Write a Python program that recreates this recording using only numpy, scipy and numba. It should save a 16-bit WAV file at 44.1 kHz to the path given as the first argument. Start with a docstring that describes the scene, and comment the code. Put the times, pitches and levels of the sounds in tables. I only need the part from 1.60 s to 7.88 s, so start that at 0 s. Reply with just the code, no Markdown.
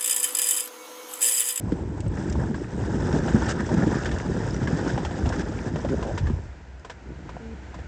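"""Stones grind and knock under tyres, crust crunches and ice splinters over an idling engine; a brake groans once.
A four-wheel-drive creeps down a frozen, stony forest trail towards a phone and brakes almost to a stop.
Debris is heaps of short damped rings; knocks, pebbles and judders are struck modes; cracks and shards add
rushes of coloured noise. The engine is a wavering sine over coloured noise, the brake a tone of two harmonics."""
import sys
import numpy as np
from scipy import signal
from scipy.fft import rfft, irfft, next_fast_len
from scipy.io import wavfile
from scipy.ndimage import uniform_filter1d
from numba import njit

SR = 44100
rng = np.random.default_rng(int(sys.argv[2]) if len(sys.argv) > 2 else 0)


def unload_wav(signal):
    """Save mono or channel-first audio to the path in sys.argv[1] as 16-bit WAV at rate SR, clipped to [-1, 1]."""
    wavfile.write(
        sys.argv[1],
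        SR,
        np.round(np.clip(np.atleast_2d(signal).T, -1, 1) * 32767).astype(np.int16),
    )


N = 276859
T = np.arange(N) / SR

# spectra of crust crumbs, grit and splintering ice: f/Hz, relative level/dB per Hz
CRUNCH_SPECTRUM = [(330, -5), (480, -1.5), (710, -7), (960, -5.5), (1130, -15), (1300, -36)]
GRIT_SPECTRUM = [(1000, -22.5), (1200, -3.5), (1500, 0.5), (1800, -0.5), (2150, -16.5), (2800, -35)]
ICE_SPECTRUM = [(1700, -3.5), (2200, -5.5), (3700, -5.5), (4240, -11.5), (5100, -3), (6700, -6.5),
                (7500, -6.5), (8700, -16), (9400, -57.5)]

USUAL_STONES_DB, USUAL_GRIT_DB = -30, -46  # the load at which the other sizes have their own base level
STOP_S = 4.93  # the wheels stop rolling


def undb(db):
    """Decibels to gain."""
    return 10 ** (np.asarray(db) / 20)


def unit(x):
    """Scale to rms 1."""
    return x / np.sqrt(np.mean(x ** 2))


def ramp(start, length):
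    """Straight rise from 0 at start to 1 after length seconds."""
    return np.clip((T - start) / length, 0, 1)


def walk(rate):
    """Random levels held 1 / rate s and slewed twice; spread near 1."""
    hold = int(SR / rate)
    steps = np.repeat(rng.standard_normal(N // hold + 1), hold)
    return 1.35 * uniform_filter1d(uniform_filter1d(steps, hold), hold)[:N]


def follow(table):
    """Columns of a curve table, sample by sample."""
    s, *columns = np.transpose(table)
    return (np.interp(T, s, column) for column in columns)


def colour(x, points):
    """Shape a flat signal to a spectrum that falls steeply outside its points; rms 1."""
    hz, db = np.transpose(points)
    size = next_fast_len(N)
    log_f = np.log(np.arange(size // 2 + 1) * SR / size + 1)
    outside = np.maximum(np.maximum(np.log(hz[0]) - log_f, log_f - np.log(hz[-1])), 0)
    gain = undb(np.interp(log_f, np.log(hz), db) - 60 * outside)
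    return unit(irfft(rfft(x, size) * gain, size)[:N])


def noise(points):
    """Steady noise of a given spectrum, rms 1."""
    return colour(rng.standard_normal(N), points)


@njit
def ring(start, hz, t60, size, length):
    """Add one damped sine for each grain, from its start sample until it is 60 dB down."""
    out = np.zeros(length)
    for k in range(len(start)):
        turn = np.exp(2j * np.pi * hz[k] / SR - np.log(1000) / (t60[k] * SR))
        z = size[k] + 0j
        for i in range(start[k], min(length, start[k] + int(t60[k] * SR))):
            out[i] += z.imag
            z *= turn
    return out


def grains(points, count, cycles, spread_db):
    """Scattered rings, each 60 dB down after some cycles; a spread makes many small and a few large."""
    when, pitch, luck, side = rng.random((count, 4)).T
    lowest, highest = points[0][0], points[-1][0]
    hz = lowest * (highest / lowest) ** pitch
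    # higher grains are shorter and sparser per Hz, so they are made larger to keep the heap flat
    size = hz * undb(-spread_db * np.log(1.004 - luck)) * np.sign(side - .5)
    heap = ring((when * N).astype(np.int64), hz, cycles / hz, size, N)
    return colour(heap, points)


def bursts(s, db, t60, rise):
    """Envelope of short rushes: quick rise, exponential fall."""
    out = np.zeros(N)
    for t0, gain, fall in zip(s, undb(db), t60):
        fall = max(fall, .005)
        i = int(t0 * SR)
        t = T[:min(N - i, int(fall * SR))]
        out[i:i + len(t)] += gain * (1 - np.exp(-t / rise)) * np.exp(-np.log(1000) * t / fall)
    return out


def struck(s, db, hz, t60, ratios, soft):
    """Each blow rings a small cluster of modes (ratio, dB); taking away a faster ring softens the contact."""
    start = (s * SR).astype(np.int64)
    out = 0
    for k, (ratio, mode_db) in enumerate(ratios):
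        f = np.minimum(hz * ratio, .45 * SR)
        fall = np.maximum(t60 / ratio, .003)
        size = (-1) ** k * undb(db + mode_db)  # neighbouring modes start in opposite directions
        out = out + ring(start, f, fall, size, N) - ring(start, f, soft * fall, size, N)
    return out


def crunch_level(stones_db, grit_db):
    """Level of the middle size in dB, which follows both the stones and the grit."""
    stones_gain = 0.38 * (stones_db - USUAL_STONES_DB)
    grit_gain = 0.36 * (grit_db - USUAL_GRIT_DB)
    return -39.5 + stones_gain + grit_gain


def clumps(count):
    """Gain of the finer debris: it gives way in sudden lumps, most of similar size, a few much smaller."""
    when, luck = rng.random((count, 2)).T
    db = -15.5 + 1.9 * np.log(1.01 - luck)
    return 0.5 + bursts(when * STOP_S, db, np.full(count, 0.082), rise=0.0064)


def slips():
    """Gains of stones, crunch, grit and ice while the tyre slips and scrapes: brief, with soft edges."""
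    # scrapes: t/s, length/s, stones level/dB, grit level/dB, ice level/dB
    scrapes = [(0.788, 0.058, -25.5, -44.5, -71), (1.745, 0.031, -22, -38, -50),
               (1.885, 0.04, -31, -32, -35), (1.993, 0.022, -37, -34.5, -46.5),
               (2.108, 0.047, -20.5, -41, -51), (2.164, 0.08, -24.5, -36.5, -48.5),
               (2.266, 0.024, -22, -42, -45), (2.306, 0.07, -23, -39.5, -50),
               (3.021, 0.026, -25, -45, -47.5), (3.271, 0.041, -53, -38, -43.5),
               (3.721, 0.049, -31, -38.5, -48), (3.788, 0.033, -28, -40, -43),
               (2.657, .15, -28.5, -69, -55)]
    out = np.zeros((4, N))
    for s, length, stones_db, grit_db, ice_db in scrapes:
        db = [stones_db, crunch_level(stones_db, grit_db), grit_db, ice_db]
        out[:, int(s * SR):int((s + length) * SR)] = undb(db)[:, None]
    return uniform_filter1d(out, int(0.015 * SR), axis=1)


def tyres():
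    """Debris gives way under the tread as heaps of rings; all but the boom share their patches."""
    # what the tread grinds, before its unevenness: t/s, stones level/dB, grit level/dB
    load = [(0.0, -33, -59.5), (0.5, -33, -56.5), (0.59, -30.5, -46), (0.78, -29, -49), (0.98, -31, -51.5),
            (1.1, -38.5, -50.5), (1.17, -29, -48), (1.49, -24.5, -43), (1.83, -28, -39.5),
            (2.24, -28.5, -45), (2.35, -33, -39), (2.51, -29.5, -44), (2.73, -32.5, -46), (3.18, -28, -42),
            (3.4, -29, -43.5), (3.42, -32.5, -45.5), (3.68, -29, -44), (3.92, -34.5, -46.5),
            (4.3, -30.5, -45), (4.6, -36, -52), (4.82, -42, -56), (4.9, -59, -53)]
    # spectra of tyre and body cavities, stones and frost: f/Hz, relative level/dB per Hz
    boom_spectrum = [(25, -28.5), (50, -3.5), (70, -1), (110, -1.5), (160, -22.5)]
    stones_spectrum = [(80, -32), (130, -1), (290, -4.5), (350, -4), (460, -14.5), (750, -26.5)]
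    frost_spectrum = [(6800, -17.5), (7300, -0.5), (8200, -1.5), (8800, -9)]
    stones_db, grit_db = follow(load)
    boom_db = -31 + 0.5 * (stones_db - USUAL_STONES_DB)
    ice_db = -51.5 + 0.86 * (grit_db - USUAL_GRIT_DB)
    frost_db = -6 - 5.5 * T  # against the ice; it thins out as the vehicle nears

    boom = grains(boom_spectrum, count=1500, cycles=8.2, spread_db=1.0) * undb(boom_db)
    stones = grains(stones_spectrum, count=3000, cycles=5.85, spread_db=2.0)
    crunch = grains(CRUNCH_SPECTRUM, count=7000, cycles=16.0, spread_db=2.0)
    grit = grains(GRIT_SPECTRUM, count=7000, cycles=22.6, spread_db=2.0)
    ice = grains(ICE_SPECTRUM, count=30000, cycles=44.0, spread_db=0.5)
    ice = ice + grains(frost_spectrum, count=4000, cycles=77.0, spread_db=0.0) * undb(frost_db)
    debris = np.array([stones, crunch, grit, ice])

    stop_fade_s, fine_fade_s = 0.045, 0.22  # the finer debris dies away sooner
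    rolling = 1 - ramp(STOP_S - stop_fade_s, stop_fade_s)
    fine_rolling = 1 - ramp(STOP_S - fine_fade_s, fine_fade_s)
    patch, tread = walk(8.8), walk(40)
    levels_db = np.array([stones_db, crunch_level(stones_db, grit_db), grit_db, ice_db])
    tread_db = np.array([[.3], [1.5], [1.5], [1.5]]) * tread
    steady = rolling * undb(levels_db + 0.66 * patch + tread_db)
    # crunch, grit and ice follow the lumps to different degrees
    steady[1:] *= unit(clumps(count=200)) ** np.array([[.7], [1.1], [.6]]) * fine_rolling
    ground = np.sum(np.hypot(steady, slips()) * debris, axis=0)

    creep = ramp(5.4, 0.11) * undb(-47.5 + 1.7 * walk(7.2))  # the stones move again, faintly
    return rolling * boom + creep * stones + ground


def engine():
    """The exhaust hums at an unsteady firing rate over the engine bay's rumble and hiss, which swell late on."""
    # spectrum of fan and engine bay: f/Hz, relative level/dB per Hz
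    bay_spectrum = [(25, -20.5), (55, -1.5), (75, -1), (135, -12), (450, -21), (960, -22), (1110, -31.5),
                    (1450, -22.5), (2300, -30), (3500, -39), (7450, -42), (9800, -69)]
    firing_hz = 64.3 * (1 + 0.039 * walk(12))
    phase = 2 * np.pi * np.cumsum(firing_hz) / SR
    hum = np.sqrt(2) * np.sin(phase) * undb(-42.5 + 2.1 * walk(24))
    swell_db = 3.5 * ramp(5.46, 0.26)
    bay = noise(bay_spectrum) * undb(-44.5 + swell_db + .7 * walk(9))
    return hum + bay


def cracks():
    """A slab of crust breaks: a snap, a short ring, a rush of crumbs, grit and splinters."""
    # breaks: t/s, level/dB, f/Hz, brightness (splinters against that level)/dB
    breaks = [(0.119, -39.5, 1560, -9.5), (0.461, -31.5, 544, -24), (0.754, -27, 920, -29),
              (0.943, -28, 1620, -22.5), (1.681, -20, 768, -24), (1.821, -21.5, 907, -28),
              (2.09, -24, 917, -23.5), (2.456, -25.5, 1784, -12), (2.513, -26, 1775, -15.5),
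              (3.073, -21, 1645, -21), (3.376, -18, 812, -25.5), (3.449, -23, 843, -15),
              (3.509, -26, 690, -21.5), (3.657, -23, 690, -20), (3.724, -24.5, 1550, -21),
              (3.921, -33, 610, -34), (4.157, -23, 600, -25), (4.247, -18.5, 556, -30.5),
              (4.288, -33, 1990, -14), (4.409, -33, 670, -26), (4.426, -23.5, 1000, -21.5),
              (4.576, -25, 955, -12.5), (4.669, -28, 1704, -20), (4.697, -33, 990, -23),
              (5.247, -31.5, 1013, -17.5), (5.297, -29, 970, -14), (5.691, -30.5, 990, -21),
              (6.142, -32, 1010, -19.5), (6.188, -34.5, 730, -23)]
    # spectrum of the snap: f/Hz, relative level/dB per Hz
    snap_spectrum = [(1700, -8), (2100, -3.5), (3400, -4), (4600, -12.5)]
    s, db, hz, bright_db = np.transpose(breaks)
    fall = np.full(len(s), 0.096)  # T60 in s
    grit_db = db + 2 + 0.87 * bright_db  # brighter breaks throw more grit
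    snap = noise(snap_spectrum) * bursts(s, grit_db - 3, fall, rise=0.0005)
    crumbs = noise(CRUNCH_SPECTRUM) * bursts(s, db - 10, fall, rise=0.0012)
    grit = noise(GRIT_SPECTRUM) * bursts(s, grit_db, fall, rise=0.0012)
    splinters = noise(ICE_SPECTRUM) * bursts(s, db + bright_db, fall, rise=0.0012)
    slab = struck(s, db, hz, 0.49 * fall, [(.68, -10.5), (1, -1.5), (1.25, -10)], soft=0.12)
    return snap + crumbs + grit + splinters + slab


def knocks():
    """Loose stones tip over with a dull thud; deeper ones ring longer."""
    # thuds: t/s, level/dB, f/Hz
    thuds = [(0.121, -8.5, 288), (0.46, -14.5, 107), (0.732, -16.5, 73), (0.774, -15.5, 178),
             (0.9, -13.5, 231), (1.351, -16.5, 220), (1.553, -14, 148), (1.743, -2.5, 215.6),
             (1.996, -14, 216), (2.113, -12.5, 132), (2.136, -9, 202), (2.168, -9.5, 175), (2.268, -9, 299),
             (2.317, -14.5, 324), (3.127, -9, 160), (3.335, -13.5, 126), (3.398, -15.5, 169),
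             (3.628, -12, 74), (3.661, -16, 110), (4.061, -16.5, 236), (4.134, -15, 156),
             (4.377, -18.5, 195), (4.53, -16.5, 93.5), (4.604, -15, 96.6), (4.625, -13.5, 98.4),
             (4.647, -9.5, 75.6), (4.7, -13.5, 230), (4.729, -13.5, 84.6), (4.849, -25, 71),
             (5.502, -29.5, 310), (5.945, -30.5, 283), (6.158, -29.5, 180), (6.193, -28, 86)]
    s, db, hz = np.transpose(thuds)
    t60 = 0.074 * (hz / 200) ** -0.78
    return struck(s, db, hz, t60, [(.6, -7.5), (1, 0), (1.6, -6)], soft=0.29)


def shards():
    """Thin ice snaps: a bright rush and a tiny ping."""
    # snaps: t/s, ping level/dB, f/Hz, rush against ping/dB
    snaps = [(0.4039, -37, 8040, -0.5), (0.4796, -39.5, 8050, -11), (0.698, -32, 7500, -7),
             (0.7243, -34, 5820, -1.5), (0.959, -39, 7600, -11), (1.5265, -32.5, 5540, -5),
             (2.0637, -34, 5820, -6), (2.139, -43, 3560, 8.5), (2.446, -39, 7100, 3),
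             (2.584, -37, 5540, 0.5), (2.907, -30, 5120, -14), (2.943, -29.5, 5860, -12),
             (2.964, -37, 6000, -7), (3.69, -30, 5540, -2.5), (5.195, -52, 5140, -1)]
    s, db, hz, rush_db = np.transpose(snaps)
    fall = np.full(len(s), 0.035)  # T60 in s
    rush = noise(ICE_SPECTRUM) * bursts(s, db + rush_db, fall, rise=0.00094)
    ping = struck(s, db, hz, 0.53 * fall, [(1, 0.0044)], soft=0.17)
    return rush + ping


def pebbles():
    """Small stones click together: three brief modes, damped within a set number of cycles."""
    # clicks: t/s, level/dB, f/Hz
    clicks = [(.574, -28.5, 1910), (1.044, -28.5, 1790), (2.435, -29, 2720), (2.493, -28, 2720),
              (2.6006, -21, 2000), (2.9643, -30, 2000), (3.702, -16.5, 680), (3.8176, -33, 3030),
              (3.9734, -32, 2210), (3.9897, -26, 2350), (4.16, -27, 1970), (5.766, -23.5, 710)]
    s, db, hz = np.transpose(clicks)
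    t60 = 21.6 / hz
    return struck(s, db, hz, t60, [(.7, -9.5), (1, -4), (1.4, -10.5)], soft=0.15)


def judders():
    """The locked tyre judders over stone: rubber grips and lets go in uneven jolts whose ring slides in pitch."""
    # runs of jolts: t/s, length/s, mean rate/Hz, level at the end/dB, first f/Hz, last f/Hz
    runs = [(4.283, .066, 125, -11.5, 210, 430), (4.45, .065, 110, -20.5, 540, 570)]
    swell_db = 5  # from the start of a run to its end
    out = 0
    for s, length, rate, end_db, first_hz, last_hz in runs:
        timing, strength_db = rng.standard_normal((40, 2)).T
        gaps = (1 + 0.124 * np.clip(timing, -2, 2)) / rate
        t = np.cumsum(gaps) - 1 / rate
        keep = t < length
        t = t[keep]
        progress = t / length
        hz = first_hz + (last_hz - first_hz) * progress
        db = end_db + swell_db * (progress - 1) + strength_db[keep]
        t60 = np.full(len(t), .028)
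        out = out + struck(s + t, db, hz, t60, [(.55, -6.5), (1, -1.5), (1.4, -5.5)], soft=0.18)
    return out


def brake():
    """The pads stick and slip as the wheels creep: a low, slightly rough tone of two harmonics."""
    start_s, rise_s, hold_s, fall_s = 5.8, 0.0099, 0.12, 0.061
    groan_hz = 225 * (1 + 0.002 * walk(20))
    phase = 2 * np.pi * np.cumsum(groan_hz) / SR
    gate = ramp(start_s, rise_s) * (1 - ramp(start_s + rise_s + hold_s, fall_s))
    tone = np.sin(phase) + undb(-5) * np.sin(2 * phase)
    return np.sqrt(2) * gate * tone * undb(-40.5 + 1.2 * walk(35))


def scene():
    """Everything in the open air, one channel."""
    ground = tyres() + cracks() + knocks() + shards() + pebbles() + judders()
    return (ground + engine() + brake())[None]


def record(dry):
    """The phone drops the deepest bass and cuts the top."""
    bass_cut = signal.butter(2, 36., "high", fs=SR, output="sos")
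    top_cut = signal.ellip(8, .2, 70, 9700, fs=SR, output="sos")
    return signal.sosfilt(top_cut, signal.sosfilt(bass_cut, dry))


dry = scene()
out = record(dry)
unload_wav(out)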